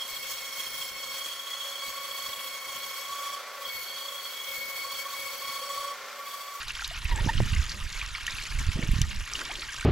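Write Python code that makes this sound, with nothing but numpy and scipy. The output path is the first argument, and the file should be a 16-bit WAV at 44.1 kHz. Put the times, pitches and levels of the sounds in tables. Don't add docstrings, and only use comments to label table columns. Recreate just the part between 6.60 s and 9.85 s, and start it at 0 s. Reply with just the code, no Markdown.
import sys
import numpy as np
from scipy import signal
from scipy.fft import rfft, irfft
from scipy.io import wavfile
from scipy.ndimage import uniform_filter1d

SR = 44100
rng = np.random.default_rng(int(sys.argv[2]) if len(sys.argv) > 2 else 0)


def unload_audio(sound):
    columns = np.transpose(np.atleast_2d(sound))
    steps = np.round(np.clip(columns, -1, 1) * 32767)
    wavfile.write(sys.argv[1], SR, steps.astype(np.int16))


def level_to_linear(level):
    exponent = np.asarray(level, float) / 20
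    return 10 ** exponent


N = 143325

# [t/s, level/dB]
WATER_FLOW = [(0, -38), (.24, -38), (.42, -39.5), (.7, -37), (1.32, -39), (1.62, -39.5), (1.7, -37),
              (2.4, -39), (2.65, -40), (2.8, -34.5), (2.88, -38.5), (3.25, -38.5)]
# [f/Hz, level per Hz/dB]
WASH_COLOUR = [(150, -8.5), (300, -13.5), (670, -15), (1030, -3.5), (2880, 0), (6500, -9), (10400, -15),
               (15000, -25.5)]
# [f/Hz, level per Hz/dB]
TRICKLE_COLOUR = [(400, -38), (1020, -6.5), (1250, -2), (2500, -1), (4700, -7.5), (6800, -9), (10000, -18),
                  (15600, -41)]
# [t/s, level/dB]
GUST_LEVEL = [(0, -50.5), (.36, -39), (.46, -33), (.72, -30.5), (.8, -23.5), (1.02, -28.5), (1.07, -34),
              (1.3, -40), (1.5, -42.5), (1.63, -43.5), (1.85, -39.5), (2.0, -29), (2.4, -30), (2.65, -36.5),
              (2.8, -49), (3.25, -43)]
# [f/Hz, level per Hz/dB]
WIND_COLOUR = [(10, -2.5), (25, 5), (45, -3.5), (120, -19), (200, -29), (400, -52)]
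# [t/s, peak level/dB, f/Hz]
WALL_SPATTERS = [(0.0313, -24, 1900), (0.2202, -22, 1370), (0.3406, -29.5, 1430), (0.377, -27, 2830),
                 (0.4945, -30.5, 930), (0.5763, -20.5, 1710), (0.6437, -25, 2760), (0.6721, -24.5, 930),
                 (0.911, -34, 2700), (1.0276, -23, 3470), (1.277, -34, 2790), (1.3274, -23, 4940),
                 (1.394, -22.5, 2440), (1.4262, -26, 1195), (1.4612, -25, 3130), (1.5821, -23.5, 1240),
                 (1.7072, -22.5, 4770), (1.8372, -25, 6100), (1.8538, -22, 2450), (2.0144, -25, 1730),
                 (2.1172, -19, 2130), (2.2837, -24, 2570), (2.358, -27, 4280), (2.3815, -24, 3960),
                 (2.4518, -29.5, 1190), (2.517, -23, 2200), (2.5306, -25, 2130), (2.6065, -25, 2400),
                 (2.676, -24, 2240), (2.699, -23.5, 2300), (2.7903, -17.5, 2380), (2.8153, -20.5, 1510),
                 (2.8856, -32, 2530), (3.1345, -27, 2890)]
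# [t/s, peak level/dB]
SPRAY_TICKS = [(0.0797, -33), (0.1391, -41), (0.2773, -26), (0.376, -36), (0.445, -29), (0.5247, -36),
               (0.6933, -32), (0.9293, -41), (1.044, -39), (1.6676, -28), (1.748, -29), (1.7734, -40),
               (1.8018, -36), (2.0403, -39), (2.2179, -34), (2.2732, -34), (2.3156, -26), (2.4154, -25),
               (2.5476, -37), (2.7611, -37), (2.836, -33)]
# [t/s, peak level/dB, bubble f/Hz]
LARGE_DROPS = [(0.0828, -23.5, 3840), (0.1057, -22.5, 2670), (0.152, -25.5, 3200), (0.1948, -31, 1550),
               (0.221, -36, 1330), (0.2448, -18, 3870), (0.4542, -24.5, 2520), (0.7786, -20.5, 3060),
               (0.9336, -24, 2700), (0.963, -27, 2040), (1.0947, -22.5, 4600), (1.1178, -22.5, 4500),
               (1.3638, -31, 2240), (1.4148, -21.5, 2390), (1.5502, -23.5, 2216), (1.6663, -22.5, 2930),
               (1.68, -22, 1830), (1.753, -28, 2640), (1.785, -25.5, 2440), (1.9885, -27.5, 2160),
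               (2.227, -28, 2210), (2.4165, -19, 2970), (2.7533, -22, 2840), (2.9143, -27, 3100),
               (2.9547, -25, 3260), (2.995, -26, 4230)]
# [t/s, peak level/dB, f/Hz, time to fall 60 dB/s, pitch rise/ratio]
DEEP_GURGLES = [
    (.212, -37, 690, 0.03, 0.58),
    (.309, -32, 657, 0.04, 0.24),
    (2.892, -38.5, 683, 0.14, 2.1),
    (3.087, -23, 1620, 0.024, 0.039),
    (3.177, -35.5, 1564, 0.089, 0.018),
    (3.225, -21, 1430, 0.023, .2),
]
# [t/s, peak level/dB, f/Hz]
BRIGHT_TICKS = [(0.2778, -26.5, 6600), (0.56, -22, 7680), (0.665, -26.5, 5130), (0.9502, -23.5, 6600),
                (1.668, -20.5, 6300), (1.9932, -20.5, 7330), (2.4162, -10.5, 5960), (2.7357, -16, 5700),
                (3.133, -24.5, 6050), (3.2096, -24, 7450)]
# [t/s, peak level/dB, f/Hz]
WIND_BUFFETS = [(0.457, -22, 57), (0.546, -23, 73), (0.61, -20, 88), (0.648, -20.5, 96),
                (0.678, -17.5, 91.5), (0.755, -18.5, 83), (0.791, -15.5, 60), (0.812, -18.5, 80),
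                (0.83, -16, 100), (0.93, -16, 78.5), (0.977, -17.5, 57), (0.998, -13.5, 51),
                (2.014, -22.5, 65.6), (2.09, -17, 71), (2.16, -22, 118), (2.193, -19, 186),
                (2.237, -21.5, 124), (2.292, -17.5, 118), (2.337, -20, 139), (2.366, -19, 85),
                (2.39, -19.5, 112), (2.415, -14.5, 95)]
# [t/s, peak level/dB, f/Hz]
WIND_FLAPS = [(.664, -18.5, 204), (1.07, -32.5, 50), (1.15, -31.5, 55.6), (1.199, -33.5, 50),
              (1.259, -34, 45), (1.429, -31, 45), (1.478, -33, 45), (1.531, -33, 45), (1.989, -21, 49.4),
              (2.071, -22, 70), (2.446, -25.5, 70), (2.52, -30, 45), (2.63, -27.5, 59.7)]
# [t/s, length/s, level/dB]
AIR_RUSHES = [
    (0.484, 0.29, -47),
    (1.097, 0.095, -56.5),
    (2.15, 0.12, -44),
    (2.678, 0.4, -54),
]
# [t/s, length/s, peak level/dB, start f/Hz, end f/Hz]
GASKET_SQUEAKS = [
    (0.504, 0.042, -32, 972, 943),
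    (0.539, 0.038, -40, 945, 798),
    (0.577, 0.029, -33, 881, 900),
    (0.683, 0.024, -22, 811, 946),
]
# [t/s, length/s, peak level/dB, f/Hz]
HOSE_GROANS = [
    (1.12, 0.11, -48.5, 200),
    (2.456, 0.165, -48, 200),
]
# [f/Hz, phase/rad]
PORT_LEAD = [(200, -0.17), (3400, -0.57), (6000, -0.38), (8400, -0.76), (11000, 0.11)]
# [f/Hz, level/dB]
PORT_TILT = [(400, 0), (2400, -1), (8000, 1), (15000, 4)]
# [f/Hz, likeness/0 to 1]
PORT_LIKENESS = [(300, 0.86), (700, 0.87), (1400, 0.96), (6800, 0.89), (10000, 0.89), (13000, 0.45)]


def evened(x):
    return x / np.sqrt(np.mean(x ** 2) + 1e-20)


def read(points, hz):
    f, value = np.transpose(points)
    return np.interp(np.log(hz + 1), np.log(f + 1), value)


def curve(table, t):
    times, levels = np.transpose(table)
    return np.interp(t, times, levels)


def add(mix, s, sound):
    part = mix[max(round(s * SR), 0):][:len(sound)]
    part += sound[:len(part)]


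def drift(size, count):
    smooth = uniform_filter1d(rng.standard_normal(size), count)
    return evened(uniform_filter1d(smooth, count))


def shaped(x, gain):
    size = 2 ** 18
    return irfft(rfft(x, size) * gain(np.fft.rfftfreq(size, 1 / SR)))[..., :N]


def bubble(hz, t60, glide, rise_s):
    t = np.arange(0, max(t60, .002), 1 / SR)
    level = (1 - np.exp(-t / rise_s)) ** 2 * level_to_linear(-60 * t / t60)
    return level * np.sin(2 * np.pi * hz * t * (1 + glide * (t / t60) ** 1.57))


def splash(hz, t60):
    t = np.arange(2048) / SR
    b, a = signal.butter(2, [hz * .75, min(hz * 1.4, 18000)], "band", fs=SR)
    noise = evened(signal.lfilter(b, a, rng.standard_normal(2048)))
    return noise * level_to_linear(-60 * t / t60) * np.minimum(t / 0.0004, 1)


def wash():
    frames = N // 64 + 5
    *z, patches = rng.standard_normal((frames, 129, 5)).T
    patches = uniform_filter1d(patches, size=4, axis=0)
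    patches = evened(uniform_filter1d(patches, size=20, axis=1))
    z = np.array(z[:2]) + 1j * np.array(z[2:])
    z = z * level_to_linear(3 * patches + 2 * drift(frames, count=10))
    noise = signal.istft(z, nperseg=256, noverlap=192)[1][:, :N]
    return evened(shaped(noise, lambda f: level_to_linear(read(WASH_COLOUR, f))))


def fizz():
    per_s, clump, spread_db, cycles = 2400, .7, 4.5, 13.9
    wander = np.array([drift(N, count=450), drift(N, count=250)])
    rate = per_s * np.exp(clump * wander - clump ** 2 / 2)
    size = level_to_linear(spread_db * np.minimum(rng.exponential(1, N), 3)) * rng.choice([-1, 1], N)
    kind, out = rng.integers(0, 48, N), np.zeros((2, N))
    size = size * (rng.random(N) < np.where(kind < 32, *rate) / SR)
    size = np.array([size, size * rng.standard_normal(N)])
    for k, hz in enumerate(np.geomspace(600, 15000, 48)):
        t60 = cycles * 2 * rng.uniform(0.75, 1.49) / hz * min(1, np.sqrt(4000 / hz))
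        grain = bubble(hz, t60, glide=.14, rise_s=2 / hz)
        grain = grain / np.linalg.norm(grain) * np.sqrt(hz) * level_to_linear(read(TRICKLE_COLOUR, hz))
        out += signal.oaconvolve(size * (kind == k), grain[None], axes=1)[:, :N]
    return evened(out)


def snap(t60=0.0047):
    t = np.arange(512) / SR
    colour = level_to_linear(read(WASH_COLOUR, np.fft.rfftfreq(512, 1 / SR)))
    return evened(irfft(rfft(rng.standard_normal(512)) * colour)) * level_to_linear(-60 * t / t60)


def snaps():
    per_s, spread_db = 150, 3
    size = level_to_linear(spread_db * np.minimum(rng.exponential(1, N), 3)) * (rng.random(N) < per_s / SR)
    size = np.array([size, size * rng.standard_normal(N)])
    kind, out = rng.integers(0, 8, N), np.zeros((2, N))
    for k in range(8):
        out += signal.oaconvolve(size * (kind == k), snap()[None], axes=1)[:, :N]
    return evened(out)


def wind():
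    same, reach_db_per_oct, calm_db, lump_db, pan_db = 0.88, 0.1922, -41.5, 3.5, -4.5
    frames, hz = N // 512 + 5, np.fft.rfftfreq(2048, 1 / SR)[:, None]
    t = np.arange(frames) * 512 / SR
    a, b, c, d = rng.standard_normal((frames, 1025, 4)).T
    right = a + 1j * b
    left = same * right + np.sqrt(1 - same ** 2) * (c + 1j * d)
    octave = np.clip(np.log2((hz + 1) / 50), 0, 3)
    reach = reach_db_per_oct * octave * (curve(GUST_LEVEL, t) - calm_db)
    z = np.array([left, right]) * level_to_linear(read(WIND_COLOUR, hz) - 90 * (hz > 500) + reach)
    x = evened(signal.istft(z, nperseg=2048, noverlap=1536)[1][:, :N])
    x = x * level_to_linear(curve(GUST_LEVEL, np.arange(N) / SR) + lump_db * drift(N, count=900))
    return x * level_to_linear(pan_db * np.array([[.5], [-.5]]))


def hum():
    noise = rng.standard_normal((2, N))
    return level_to_linear(-61.5) * evened(shaped(noise, lambda f: 1 / (1 + ((f - 118) / 10) ** 2)))


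def spatters():
    out = np.zeros((2, N))
    for s, db, hz in WALL_SPATTERS:
        add(out[0], s, level_to_linear(db - 6) * bubble(hz, t60=38 / hz, glide=.12, rise_s=0.00066))
        for row in out:
            add(row, s, level_to_linear(db - 10.5) * splash(hz, t60=0.023))
            add(row, s, level_to_linear(db - 10.5) * snap())
    return out


def sprays():
    out = np.zeros((2, N))
    for s, db in SPRAY_TICKS:
        for row in out:
            add(row, s, level_to_linear(db - 2) * splash(10700, t60=0.0074))
    return out


def drops():
    out = np.zeros((2, N))
    for s, db, hz in LARGE_DROPS:
        add(out[0], s - .001, level_to_linear(db) * 2 * bubble(hz, t60=42.7 / hz, glide=.12, rise_s=0.00073))
        for row in out:
            add(row, s, level_to_linear(db - 11) * splash(hz, t60=0.056))
    return out


def gurgles():
    out = np.zeros((2, N))
    for s, db, hz, t60, glide in DEEP_GURGLES:
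        add(out[0], s, level_to_linear(db) * 2 * bubble(hz, t60, glide, rise_s=0.0035))
    return out


def ticks():
    out = np.zeros((2, N))
    for s, db, hz in BRIGHT_TICKS:
        add(out[0], s, level_to_linear(db) * 2.43 * bubble(hz, t60=0.0037, glide=0, rise_s=0.00027))
        for row in out:
            add(row, s, level_to_linear(db - 8) * splash(hz, t60=0.0074))
    return out


def buffets():
    cycles, level_db, pan_db = 0.6, 1.5, -7
    lumps, u = np.zeros(N), np.arange(-3000, 3000) / SR
    for s, db, hz in list(WIND_BUFFETS) + list(WIND_FLAPS):
        swell = np.exp(-abs(u * hz / cycles) ** 1.3 * 2)
        wave = np.sin(2 * np.pi * (hz * u + rng.random()))
        add(lumps, s - 3000 / SR, level_to_linear(db + level_db) * swell * wave)
    return lumps * level_to_linear(pan_db * np.array([[.5], [-.5]]))


def rustle():
    lo_hz, hi_hz = 200, 560
    level = np.zeros(N)
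    for s, length, db in AIR_RUSHES:
        arch = np.sin(np.linspace(0, np.pi, round(length * SR)))
        add(level, s, level_to_linear(db) * np.sqrt(arch + 1e-9))
    band = lambda f: 1 / (1 + (lo_hz / (f + 1)) ** 4) / (1 + (f / hi_hz) ** 3)
    noise = evened(shaped(rng.standard_normal((2, N)), band))
    return level * level_to_linear(2.5 * drift(N, count=300)) * noise


def reedy(length, start_hz, end_hz, overtone):
    u = np.arange(0, 1, 1 / SR / length)
    wobble = 1 + 0.034 * drift(8000, count=80)[:len(u)]
    turn = 2 * np.pi * np.cumsum((start_hz + (end_hz - start_hz) * u) * wobble) / SR
    tone = np.sin(turn) + overtone * np.sin(2 * turn + 1)
    tone = tone + level_to_linear(-15.5) * (np.sin(3 * turn + 2) + np.sin(4 * turn))
    return np.sin(np.pi * u) ** 1.6 * tone


def squeaks():
    out = np.zeros(N)
    for s, length, db, start_hz, end_hz in GASKET_SQUEAKS:
        add(out, s, level_to_linear(db) * reedy(length, start_hz, end_hz, overtone=level_to_linear(-3.5)))
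    return out


def knock():
    out, width_s = np.zeros(N), 0.00035
    u = np.arange(-200, 200) / SR / width_s
    add(out, .8035 - 200 / SR, -level_to_linear(-13) * (1 - u ** 2 / 2) * np.exp(-u ** 2 / 2))
    return out


def groans():
    out = np.zeros(N)
    for s, length, db, hz in HOSE_GROANS:
        add(out, s, level_to_linear(db) * reedy(length, hz, hz, overtone=0))
    return out


def ports(x):
    yard_db, yard_t60, scatter = -14.5, 0.038, 0.71
    t = np.arange(4000) / SR
    tail = rng.standard_normal(4000) * level_to_linear(-60 * t / yard_t60) * (t > .0012)
    tail = tail[None] / np.linalg.norm(tail)
    mid, other = x + level_to_linear(yard_db) * signal.oaconvolve(x, tail, axes=1)[:, :N]
    same = lambda f: np.clip(read(PORT_LIKENESS, f), 0, 1)
    sides = []
    for k in (.5, -.5):
        tilt = lambda f: level_to_linear(k * read(PORT_TILT, f))
        shared = lambda f: tilt(f) * np.sqrt(same(f)) * np.exp(1j * k * read(PORT_LEAD, f))
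        differing = lambda f: tilt(f) * 2 * k * scatter * np.sqrt(1 - same(f))
        sides.append(shaped(mid, shared) + shaped(other, differing))
    return np.array(sides)


def scene():
    flow = level_to_linear(curve(WATER_FLOW, np.arange(N) / SR))
    water = flow * (level_to_linear(-5.5) * wash() + level_to_linear(-3.5) * fizz() + level_to_linear(-13) * snaps())
    water = water + spatters() + sprays() + drops() + gurgles() + ticks()
    valve = (squeaks() + knock() + groans()) * np.array([[1], [0]])
    return ports(water + hum() + rustle() + valve) + wind() + buffets()


def low_pass(x):
    return signal.sosfilt(signal.butter(12, 15800, fs=SR, output="sos"), x)


def record(dry):
    notch = lambda f: level_to_linear(-6 * np.exp(-((f - 8640) / 700) ** 2))
    edges = lambda f: 1 / (1 + (f / 14100) ** 30) * f ** 2 / (f ** 2 + 10 ** 2)
    return low_pass(shaped(dry, lambda f: notch(f) * edges(f)))


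dry = scene()
out = record(dry)
unload_audio(out)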